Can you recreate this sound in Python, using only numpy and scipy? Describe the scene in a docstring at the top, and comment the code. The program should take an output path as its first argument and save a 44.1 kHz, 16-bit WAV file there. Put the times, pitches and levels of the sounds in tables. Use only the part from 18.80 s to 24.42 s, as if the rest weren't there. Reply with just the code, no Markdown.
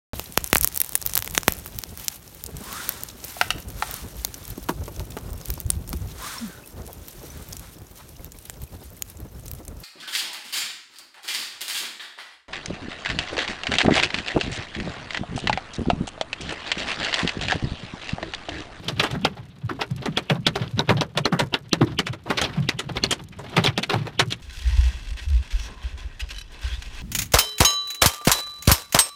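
"""Hailstones strike the roof and windscreen of a parked car, heard from inside the cabin.
Each stone cracks in a few short decaying tones, then noise bands and panel tones rattle, treble dying first.
Pushes through the roof boom with falling pitch; every listed stone also thuds in its panel.
Behind them, shaped noise makes the drumming, rain and patter, and short noise clicks make the pellets.
The microphone clips softly."""
import sys
import numpy as np
from scipy import signal
from scipy.fft import rfft, irfft, next_fast_len
from scipy.io import wavfile
from scipy.ndimage import uniform_filter1d, map_coordinates

SR = 44100
rng = np.random.default_rng(int(sys.argv[2]) if len(sys.argv) > 2 else 0)


def ratio(d):
    """dB to gain"""
    e = np.asarray(d, float) / 20
    return 10 ** e


def output_pcm(signal):
    """Save a mono or channel-first signal as 16-bit PCM at the path in sys.argv[1].

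    Samples are clipped to [-1, 1] before scaling.
    """
    pcm = np.clip(np.atleast_2d(signal).T, -1, 1) * 32767
    wavfile.write(sys.argv[1], SR, np.round(pcm).astype(np.int16))


N = 247842  # length of the scene in samples
LEAD_S = 0.02  # each row of a blow starts this long before its crack


def unit(x):
    """Scale to rms 1 along the last axis."""
    return x / np.sqrt(np.mean(x ** 2, axis=-1, keepdims=True) + 1e-20)


def coloured_noise(spectrum):
    """White noise shaped by (pitch_hz, level_db) points read on a log axis, rms 1."""
    point_hz, point_db = np.transpose(spectrum)
    size = next_fast_len(N + 8192)
    hz = np.fft.rfftfreq(size, 1 / SR)
    gain_db = np.interp(np.log(hz + 1), np.log(point_hz + 1), point_db)
    return unit(irfft(rfft(rng.standard_normal(N), size) * ratio(gain_db), size)[:N])


def wobble(rate_hz):
    """A smooth random curve with rate_hz new values per second."""
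    values = rng.standard_normal(int(N * rate_hz / SR) + 4)
    return map_coordinates(values, [np.arange(N) / SR * rate_hz])


def scatter(times_s, sounds):
    """Add up one row of sound per start time."""
    first = np.round(np.asarray(times_s) * SR).astype(int)[:, None]
    at = first + np.arange(sounds.shape[1])
    return np.bincount(np.clip(at, 0, N).ravel(), sounds.ravel(), N + 1)[:N]


# colour of the steady rain on the body: pitch_hz, level_db (per Hz, relative)
RAIN_COLOUR = [(200, -28), (400, 11), (3500, -2), (6000, -16), (15000, -21)]


def steady_rain():
    """Rain on the body: coloured noise whose level wobbles around a steady value."""
    return ratio(-63.5 + 2.0 * wobble(130)) * coloured_noise(RAIN_COLOUR)


# how thickly small hail falls: start_s, level_db (of the patter, before its wobble)
HAIL_THICKNESS = [(0, -45.5), (.28, -42.5), (.66, -61), (.85, -54.5), (1.22, -49), (1.7, -56.5),
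                  (1.82, -44), (2.12, -55), (2.27, -58.5), (2.88, -60), (3.03, -46), (3.41, -65),
                  (3.5, -41), (3.72, -43.5), (3.97, -52), (4.3, -43.5), (4.47, -62), (4.85, -36),
                  (4.97, -66), (5.17, -41.5), (5.34, -54.5), (5.62, -57)]


def thickness_db(time_s):
    """Read the hail thickness at any moment, in straight lines between the points."""
    return np.interp(time_s, *np.transpose(HAIL_THICKNESS))


# colour of the drumming shell: pitch_hz, level_db (per Hz, relative)
DRUM_COLOUR = [(15, -51), (35, -14), (60, -3.5), (130, 1.5), (184, -2), (254, -18.5), (400, -21.5),
               (520, -110)]


def drumming():
    """Countless far blows drum in the shell: low noise that swells half as many dB as the patter."""
    level_db = -14.5 + 0.5 * thickness_db(np.arange(N) / SR)
    return ratio(level_db + 4.9 * wobble(27)) * coloured_noise(DRUM_COLOUR)


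# colour of the patter on the glass: pitch_hz, level_db (relative)
PATTER_COLOUR = [(150, -8), (250, 8.5), (534, -7.5), (781, -9.5), (4030, -14.5), (5040, -24), (13700, -37),
                 (15500, -45)]


def patter():
    """Countless far blows patter on the glass: noise that swells when small hail falls thickly."""
    level_db = thickness_db(np.arange(N) / SR)
    lumps_db = 2.2 * wobble(40) + 3 * wobble(300)
    return ratio(level_db + lumps_db) * coloured_noise(PATTER_COLOUR)


# pellets that tick clearly between the stones: start_s, level_db (before filtering)
CLEAR_TICKS = [(0.0448, -33), (0.412, -41), (0.861, -46), (1.0635, -46), (1.11, -36.5), (1.1625, -33),
               (1.9124, -41), (3.0904, -49), (3.8023, -35.5), (4.122, -38), (4.414, -45.5)]


def pellets(count=330, size=1024):
    """Small pellets tick on the glass: bright noise snaps with short tails, at random and listed moments."""
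    listed_s, listed_db = np.transpose(CLEAR_TICKS)
    u = rng.random((count + len(listed_s), 3))
    start_s = np.append(u[:count, 0] * N / SR, listed_s)
    random_db = -57 - 5.5 * np.log(u[:count, 1] + 0.02)
    level_db = np.append(random_db, listed_db)[:, None]
    t60_s = 0.006 + 0.03 * u[:, 2:]
    click = rng.standard_normal((len(u), size)) * ratio(-60 * np.arange(size) / SR / t60_s)
    bright = signal.butter(1, [2800, 8000], "bandpass", fs=SR, output="sos")
    return scatter(start_s, ratio(level_db) * signal.sosfilt(bright, click))


def burst(t, pitch_hz, t60_s):
    """A struck tone: quick soft start, then a steady decay."""
    return np.sin(2 * np.pi * pitch_hz * t) * ratio(-60 * t / t60_s) * (1 - np.exp(-t / 0.00072))


def glass_crack(since, treble_db, crack_hz):
    """A few cycles of the glass with a brief overtone, one bounce, a low push and splintering ice."""
    t = np.maximum(since, 0)
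    ringing, wait, bounce, bounce_pitch = rng.standard_normal((4, len(crack_hz), 1))
    longer = np.exp(0.66 * ringing)  # some stones ring the glass longer than others
    crack = burst(t, crack_hz, 0.0082 * longer) / np.sqrt(longer)
    crack = crack + 0.62 * burst(t, 1.45 * crack_hz, 0.0044)
    # the stone bounces once, soon after and mostly weaker
    flight_s = 0.0028 + 0.0099 * np.abs(wait)
    bounce_hz = crack_hz * np.exp(0.16 * bounce_pitch)
    crack = crack + ratio(-11.5 + 2.9 * bounce) * burst(np.maximum(t - flight_s, 0), bounce_hz, 0.0058)
    # the blow dents the panel: one low push
    crack = crack + 0.4 * burst(t, 300, 0.016)
    # the ice splinters; noise minus itself three samples away is bright
    white = rng.standard_normal((len(crack_hz), len(since) + 3))
    splinters = (white[:, 3:] - white[:, :-3]) * (since >= 0)
    return crack + splinters * ratio(0.5 * treble_db - 20.0 - 60 * t / 0.00086)


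def pre_echo(since, noise, hz):
    """A pre-echo, not part of the blow itself: faint narrow noise smeared ahead of the crack."""
    narrow = unit(irfft(noise * np.exp(-((hz - 2900) / 550) ** 2), len(since)))
    level_db = -29 + 4 * rng.standard_normal((len(noise), 1)) + 1300 * since
    return narrow * (since < 0) * ratio(level_db)


# tones of the roof panel: pitch_hz
PANEL_HZ = [396, 589.5, 691.5, 755, 964, 1238, 1413]


def panel_knock(t, panel_db, spread_s):
    """The panel knocks in its own modes, in a new mix for every spot that is hit."""
    knock = 0
    for mode_hz in PANEL_HZ:
        detune, mix = rng.standard_normal((2, len(panel_db), 1))
        ring = burst(t, mode_hz * (1 + 0.025 * detune), 54 / mode_hz)  # t60 is about 54 cycles
        knock = knock + ratio(-4 + panel_db + 3.86 * mix) * ring * (1 - np.exp(-t / spread_s))
    return knock


# struck shell, band by band: pitch_hz, level_db (relative), t60_s (before the spread scales it)
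SHELL_BANDS = [(340, -4, 0.14), (826, -0.5, 0.086), (940, -1, 0.11), (2350, 0.5, 0.079), (3380, 0.5, 0.065),
               (4670, -8, 0.068), (6770, -2.5, 0.069), (11940, -10, 0.039)]


def shell_rattle(t, noise, hz, panel_db, treble_db, spread_s):
    """Noise bands swell and die, each at its own speed."""
    centres = np.log([row[0] for row in SHELL_BANDS])
    rattle = 0
    for k, (centre_hz, level_db, t60_s) in enumerate(SHELL_BANDS):
        share = np.interp(np.log(hz + 1), centres, np.arange(len(SHELL_BANDS)) == k) * (hz > 220)
        gain_db = level_db + 2.32 * rng.standard_normal((len(noise), 1))
        gain_db = gain_db + panel_db * (centre_hz < 1500) + treble_db * (centre_hz > 6000)
        # bending waves are slower the lower they are, so the low bands swell later
        rise = 1 - np.exp(-(t / (spread_s * np.sqrt(3400 / centre_hz))) ** 2)
        decay_db = -60 * np.maximum(t - spread_s, 0) / (t60_s * (0.86 + 40 * spread_s))
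        rattle = rattle + ratio(gain_db + decay_db) * rise * unit(irfft(noise * share, len(t)))
    return rattle


def blows(crack_db, rattle_db, panel_db, treble_db, crack_hz, size=6144):
    """One row per stone: the glass cracks, with a pre-echo ahead, then panel and shell rattle."""
    columns = (crack_db, rattle_db, panel_db, treble_db, crack_hz)
    crack_db, rattle_db, panel_db, treble_db, crack_hz = (c[:, None] for c in columns)
    since = np.arange(size) / SR - LEAD_S
    t = np.maximum(since, 0)
    hz = np.fft.rfftfreq(size, 1 / SR)
    noise = rfft(rng.standard_normal((len(crack_db), size)))
    # each spot of the shell has its own narrow resonances
    spot = unit(uniform_filter1d(rng.standard_normal(noise.shape), size=14, axis=1))
    noise = noise * ratio(2.4 * spot)
    # a far stone has little crack over its rattle, and its rattle swells and dies slowly
    spread_s = np.clip(0.00086 + 0.00064 * (rattle_db - crack_db + 16.5), 0.0008, 0.012)
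    crack = glass_crack(since, treble_db, crack_hz) * (1 - np.exp(-t / (spread_s - 0.0007)))
    ahead = pre_echo(since, noise, hz)
    # the rattle comes in uneven lumps, as echoes off glass and seats do
    lumps = rng.standard_normal((len(crack_db), size))
    lumps = ratio(2.8 * unit(uniform_filter1d(lumps, size=50, axis=1)))
    rattle = panel_knock(t, panel_db, spread_s)
    rattle = rattle + shell_rattle(t, noise, hz, panel_db, treble_db, spread_s)
    return ratio(crack_db + 2.0) * (crack + ahead) + ratio(rattle_db + 1.5) * lumps * rattle


def far_stones(count=220):
    """Small, dull, distant stones at random moments, louder when the patter is louder."""
    u = rng.random((count, 5))
    start_s = u[:, 0] * N / SR
    rattle_db = thickness_db(start_s) - 8 - 3 * np.log(u[:, 1] + 0.08)
    crack_db = rattle_db + 12 * u[:, 4]
    panel_db = -3 + 10 * u[:, 2]
    crack_hz = 2500 + 2500 * u[:, 3]
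    return scatter(start_s, blows(crack_db, rattle_db, panel_db, np.full(count, -22), crack_hz))


def bending_pushes(rows, size=16384):
    """Bending waves: delay grows as 1 / sqrt(Hz), so the pitch falls. Rows: start_s, peak_db, pitch_hz."""
    start_s, peak_db, pitch_hz = (c[:, None] for c in np.transpose(rows))
    hz = np.fft.rfftfreq(size, 1 / SR)
    band = np.exp(-(np.log((hz + 1) / pitch_hz) / 0.31) ** 2)
    path = 0.77  # delay in s times sqrt(Hz)
    lead_s = 0.06  # room for the high part that arrives before start_s
    cycles = 2 * path * np.sqrt(hz) - hz * path / np.sqrt(pitch_hz) + hz * lead_s
    wave = irfft(band * np.exp(-2j * np.pi * cycles), size)
    # the cabin air keeps humming a little after the push
    t = np.arange(size // 2) / SR
    cabin = unit(rng.standard_normal((len(rows), size // 2))) * ratio(-33.5 - 60 * t / 0.26)
    wave = wave + signal.fftconvolve(wave, cabin, axes=1)[:, :size]
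    wave = wave / np.abs(wave).max(axis=1, keepdims=True)
    return scatter(start_s[:, 0] - lead_s, ratio(peak_db) * wave)


# booms of the roof: start_s, peak_db, pitch_hz
ROOF_BOOMS = [(0.136, -23.5, 135.4), (0.37, -20.5, 193), (0.445, -20.5, 181), (0.599, -29, 129),
              (0.853, -19, 119), (0.915, -21, 310), (1.124, -16, 124), (1.291, -17, 197),
              (1.519, -14, 158.5), (1.595, -21.5, 165), (1.68, -19.5, 173.5), (1.821, -18, 140),
              (1.947, -19.5, 116), (1.991, -17.5, 161), (2.098, -14, 122), (2.123, -13, 171.6),
              (2.164, -18, 132), (2.196, -18, 146), (2.371, -21.5, 153), (2.41, -20, 145),
              (2.46, -16.5, 384), (2.534, -13, 179), (2.63, -18, 133.5), (2.935, -21, 179),
              (3.018, -9, 306), (3.027, -10.5, 138), (3.197, -21, 198.7), (3.307, -20.5, 119.4),
              (3.507, -19.5, 186), (3.788, -13, 147), (3.813, -19.5, 130), (4.12, -24, 135.4),
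              (4.237, -26, 131.5), (4.788, -9.5, 143), (4.89, -14.5, 119.3), (4.989, -19.5, 195.6),
              (5.153, -16, 131), (5.182, -23, 135.4), (5.215, -17.5, 140), (5.423, -19, 138),
              (5.484, -21, 127.6)]


def roof_booms():
    """Heavy pushes spread through the roof as bending waves and boom."""
    return bending_pushes(ROOF_BOOMS)


def panel_thuds():
    """Each listed stone pushes into the panel that it hits, a little after its crack."""
    start_s, _, rattle_db, panel_db, _ = np.transpose(STONE_BLOWS)
    pitch_hz = 383.8 * np.exp(0.13 * rng.standard_normal(len(start_s)))
    return bending_pushes(np.transpose([start_s + 0.008045, rattle_db + panel_db - 1, pitch_hz]))


# stones that stand out: start_s, crack_db and rattle_db (before the fixed boosts in blows),
# panel_db and treble_db (both relative to the rattle)
STONE_BLOWS = [(0.0808, -13, -27.5, -3.5, -9), (0.1941, -6.5, -19, -7, -14.5), (0.228, -18.5, -29, 5.5, -4),
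               (0.237, -18.5, -31.5, 4, -12), (0.2528, -36, -39, 6, -12), (0.3105, -26, -41.5, -25, 1.5),
               (0.337, -37, -46.5, 14, -23), (0.4485, 0.5, -23.5, 0, -14.5), (0.564, -41.5, -47, 7, -34),
               (0.889, -32, -44, 12.5, -43), (0.989, -39.5, -53, 19.5, -33),
               (1.0095, -11, -23.5, -2.5, -23), (1.2152, -33.5, -40.5, 4.5, -23), (1.257, -10, -34, 6, -5),
               (1.3726, -2, -23, -2.5, -11), (1.4962, -13.5, -27, 4.5, -13.5), (1.552, -38, -50, 13.5, -20),
               (1.6659, 0, -19, -6, -8), (1.7546, -15, -30, 2.5, -10), (1.794, -35, -45, 4, -25),
               (1.8118, -33.5, -41.5, 7.5, -22), (1.8787, -19.5, -71, -4, -24),
               (1.973, -30, -41.5, 6.5, -39), (1.9926, -1, -31, 6.5, -15), (2.074, -34, -50, 11, -30),
               (2.0883, -11, -21.5, 6, -43), (2.1648, -32, -39.5, 5.5, -39), (2.2094, -3.5, -24.5, 1, -10),
               (2.349, -42.5, -55, 15, -32), (2.373, -8.5, -24, -1.5, -5.5), (2.4548, -3, -26.5, -0.5, -11),
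               (2.5217, -28, -37.5, 13.5, -26), (2.5887, -11, -20.5, -0.5, -9.5),
               (2.722, -46, -54, 25, -32), (2.74, -2, -21, -7.5, -20.5), (2.9309, 4.5, -25.5, -2, -10),
               (3.0103, -19.5, -34, 9, -14.5), (3.0648, -39, -49, 7, -25), (3.116, -35, -46.5, 4, -16),
               (3.189, -5, -22.5, -8.5, -5.5), (3.2644, -17, -30, -5.5, -9.5), (3.3278, -24.5, -38, 1, -9),
               (3.458, -45, -53, 19, -25.5), (3.499, -13, -25.5, 2, -8), (3.568, -20.5, -23.5, -4, -16),
               (3.6137, -6.5, -21.5, -6, -7.5), (3.636, -15.5, -29.5, -3.5, -22),
               (3.6447, -17, -28, -2.5, -20), (3.759, -43, -49, 10, -12), (3.8891, -1, -22.5, -12.5, -8.5),
               (3.988, -13, -26.5, -8, -6), (4.0883, -26, -40, 7, -20), (4.154, -23.5, -33, 4, -15),
               (4.169, -9.5, -34, -5, -13), (4.2372, -1, -24, -9, -7.5), (4.308, -7.5, -22.5, -7.5, 2),
               (4.3242, -5.5, -33, -2, 4), (4.3925, -30.5, -45.5, 3, -32), (4.517, -47, -49.5, -2, -20),
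               (4.5848, -40.5, -50, 14, 1), (4.634, -42, -47.5, 8.5, -19), (4.696, -35, -59, -8, 8),
               (4.725, -36.5, -45, 7.5, -25), (4.7637, -8.5, -22.5, -0.5, -8),
               (4.776, -10, -24.5, 3.5, -37), (4.837, -13, -24.5, -3, -3.5), (4.861, -2, -28, -11, -10),
               (4.866, -12.5, -23.5, -2.5, -19), (4.9766, -3.5, -24, -2, -7),
               (5.0291, -12, -27, -10.5, -7.5), (5.093, -16, -25, 1, -18), (5.113, -34, -34, 1, -27),
               (5.129, -24, -31.5, 10, -18), (5.252, -38, -49.5, 12, -12), (5.267, -29, -43, 8.5, -5),
               (5.393, 0, -14.5, -6.5, -12), (5.5047, -18, -31.5, -13, -4), (5.523, -10.5, -30.5, -14, -8)]


def stones():
    """The stones that stand out; soft ones crack at less certain, mostly lower pitch."""
    start_s, crack_db, rattle_db, panel_db, treble_db = np.transpose(STONE_BLOWS)
    usual, extra = rng.standard_normal((2, len(start_s)))
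    # scatter is in natural log of pitch; it grows with the distance of crack_db from 0
    crack_hz = 3700 * np.exp(0.1 * usual - 0.0069 * np.abs(crack_db * extra))
    return scatter(start_s - LEAD_S, blows(crack_db, rattle_db, panel_db, treble_db, crack_hz))


def scene():
    """Everything at one microphone."""
    background = steady_rain() + drumming() + patter() + pellets() + far_stones()
    return (background + roof_booms() + panel_thuds() + stones())[None]


def band_limit(x):
    """A steep low-pass at the top of the band."""
    return signal.sosfilt(signal.butter(12, 16460, fs=SR, output="sos"), x)


def record(dry):
    """The microphone clips the loudest cracks softly, then a steep filter cuts the top."""
    clipped = dry / (1 + np.abs(dry / 1.01) ** 6) ** (1 / 6)
    top_cut = signal.cheby1(8, 1, 15100, fs=SR, output="sos")
    mix = signal.sosfilt(top_cut, clipped)
    return band_limit(mix)


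dry = scene()
out = record(dry)
output_pcm(out)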